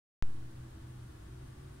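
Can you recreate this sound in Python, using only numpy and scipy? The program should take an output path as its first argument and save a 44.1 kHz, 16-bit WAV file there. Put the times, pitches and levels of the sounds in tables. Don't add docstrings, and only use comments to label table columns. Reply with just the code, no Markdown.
import sys
import numpy as np
from scipy import signal
from scipy.fft import rfft, irfft
from scipy.io import wavfile
from scipy.ndimage import uniform_filter1d

SR = 44100
rng = np.random.default_rng(int(sys.argv[2]) if len(sys.argv) > 2 else 0)


def digitize_waveform(pressure):
    field = np.atleast_2d(pressure).T
    bounded = np.clip(field, -1, 1)
    quanta = np.round(bounded * 32767).astype(np.int16)
    wavfile.write(sys.argv[1], SR, quanta)


N = 79380
T = np.arange(N) / SR
PITCHES_HZ = np.arange(N // 2 + 1) * SR / N


def undb(db):
    return 10 ** (np.asarray(db) / 20)


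def over_time(rows):
    return np.interp(T, *np.array(rows).T)


def over_pitch(rows):
    hz, value = np.array(rows).T
    return np.interp(np.log(PITCHES_HZ + 1e-9), np.log(hz), value)


def colour(rows):
    gain = undb(over_pitch(rows))
    return gain / np.sqrt(np.mean(gain ** 2))


def noise(gain):
    return irfft(rfft(rng.standard_normal(N)) * gain, N)


def drift(rate_hz):
    hold = int(SR / rate_hz)
    steps = np.repeat(rng.standard_normal(N)[:N // hold + 1], hold)
    return 1.3 * uniform_filter1d(uniform_filter1d(steps, hold), hold)[:N]


def pan(left_db):
    return undb(np.array([[left_db], [-left_db]]) / 2)


def tone(hz, wander):
    cycles = np.cumsum(hz * (1 + wander * drift(12))) / SR
    return np.sqrt(2) * np.sin(2 * np.pi * (cycles + rng.random()))


# pitch_hz, relative_db
HISS_COLOUR = [(500, 4.5), (5000, 1), (8000, -2.5), (9700, -1), (11000, -5), (13000, -5.5), (16000, -7.5)]

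def microphone_hiss(level_db=-68.5):
    sides = np.array([noise(colour(HISS_COLOUR)) for _ in range(2)])
    return sides * pan(left_db=0.5) * undb(level_db)


# time_s, level_db
SIZZLE_LOUDNESS = [(.25, -81), (1.1, -79), (1.4, -80), (1.49, -70), (1.55, -76), (1.62, -73), (1.68, -79),
                   (1.74, -71), (1.8, -84)]

def microphone_sizzle(pitch_hz=9400, width_hz=310):
    band = 1 / np.hypot(1, 2 * (PITCHES_HZ - pitch_hz) / width_hz)
    band /= np.sqrt(np.mean(band ** 2))
    left = noise(band) * undb(over_time(SIZZLE_LOUDNESS))
    return np.array([left, np.zeros(N)])


def wall_echoes(echo_db=-8, decay_s=0.035):
    tail = rng.standard_normal(N) * np.exp(-T / decay_s)
    echoes = undb(echo_db) * rfft(tail / np.linalg.norm(tail))
    return (1 + echoes) / np.hypot(1, undb(echo_db))


# pitch_hz, relative_db
AIR_COLOUR = [(30, -9), (110, 1.5), (230, -4.5), (350, 5), (520, -2), (680, 1), (820, -0.5), (1200, -2),
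              (1700, -4.5), (2200, -11), (4200, -14.5), (5500, -20), (9000, -16.5), (16000, -36)]
# pitch_hz, likeness (1 same, 0 unrelated, -1 opposite)
AIR_LIKENESS = [(100, -0.096), (350, -0.86), (600, -0.65), (800, -0.42), (1200, 0.16), (1700, 0.098),
                (2300, -0.069), (4000, -0.088), (10000, -0.13)]

def room_air(level_db=-61):
    likeness = over_pitch(AIR_LIKENESS)
    gain = colour(AIR_COLOUR)
    shared = noise(gain * wall_echoes() * np.sqrt((1 + likeness) / 2))
    opposed = noise(gain * wall_echoes() * np.sqrt((1 - likeness) / 2))
    return np.array([shared + opposed, shared - opposed]) * pan(left_db=1.5) * undb(level_db)


# pitch_hz, level_db, start_s, end_s
FAINT_TONES = [(331.8, -66, .1, 1.53), (373.4, -68, 1.3, 1.9), (59.1, -58, 1.2, 1.9), (135, -56, 1.33, 1.9),
               (866, -80.5, .1, 0.94), (1164, -78.5, 1.49, 1.9)]

def faint_tones(fade_s=0.096, waver_db=1.5):
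    out = np.zeros(N)
    for pitch_hz, level_db, start_s, end_s in FAINT_TONES:
        fade = np.clip(np.minimum(T - start_s, end_s - T) / fade_s + 0.5, 0, 1)
        out += tone(pitch_hz, wander=0.004) * fade * undb(level_db + waver_db * drift(8.75))
    return out


# pitch_hz, relative_db
RUMBLE_COLOUR = [(20, -8.5), (35, -3.5), (48, -5), (62, 3), (82, -2), (100, -2), (135, -5.5), (160, -14.5),
                 (220, -10.5), (260, -13.5), (308, -8.5), (350, -16.5), (400, -23), (480, -26), (800, -38),
                 (3000, -94)]
# time_s, change_db
RUMBLE_SWELL = [(.25, -0.5), (.55, 1.5), (.8, 0), (1.05, 0), (1.28, 1), (1.42, -1), (1.6, 0), (1.8, -1)]

def building_rumble(level_db=-52):
    return noise(colour(RUMBLE_COLOUR)) * undb(level_db + over_time(RUMBLE_SWELL))


# time_s, level_db
HUM_LOUDNESS = [(.25, -54), (.44, -50.5), (.53, -56), (.6, -47.5), (.68, -52.5), (.8, -59), (.9, -47.5),
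                (1.06, -48), (1.13, -55.5), (1.2, -61), (1.34, -51.5), (1.56, -57.5), (1.7, -68)]

def hum(pitch_hz=123):
    return tone(pitch_hz, wander=0.007) * undb(over_time(HUM_LOUDNESS))


def pulse(start_s, rise_s, decay_s):
    age_s = np.maximum(T - start_s, 0)
    return (1 - np.exp(-age_s / rise_s)) * np.exp(-age_s / decay_s)


def switch_on_click(start_s, left_db=-18, right_db=-27.5, offset_db=-22):
    spike = undb([[left_db], [right_db]]) * pulse(start_s, rise_s=0.00003, decay_s=0.0005)
    offset = undb(offset_db) * pulse(start_s + 0.00047, rise_s=0.00045, decay_s=0.094)
    return -spike - offset


def scene():
    room = building_rumble() + hum() + faint_tones() + room_air()
    return room + microphone_hiss() + microphone_sizzle()


def record(dry, on_s=0.2245, top_hz=15700):
    live = dry * (T >= on_s) + switch_on_click(on_s)
    treble_cut = signal.ellip(10, 0.1, 70, top_hz, fs=SR, output="sos")
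    return signal.sosfilt(treble_cut, live)


dry = scene()
out = record(dry)
digitize_waveform(out)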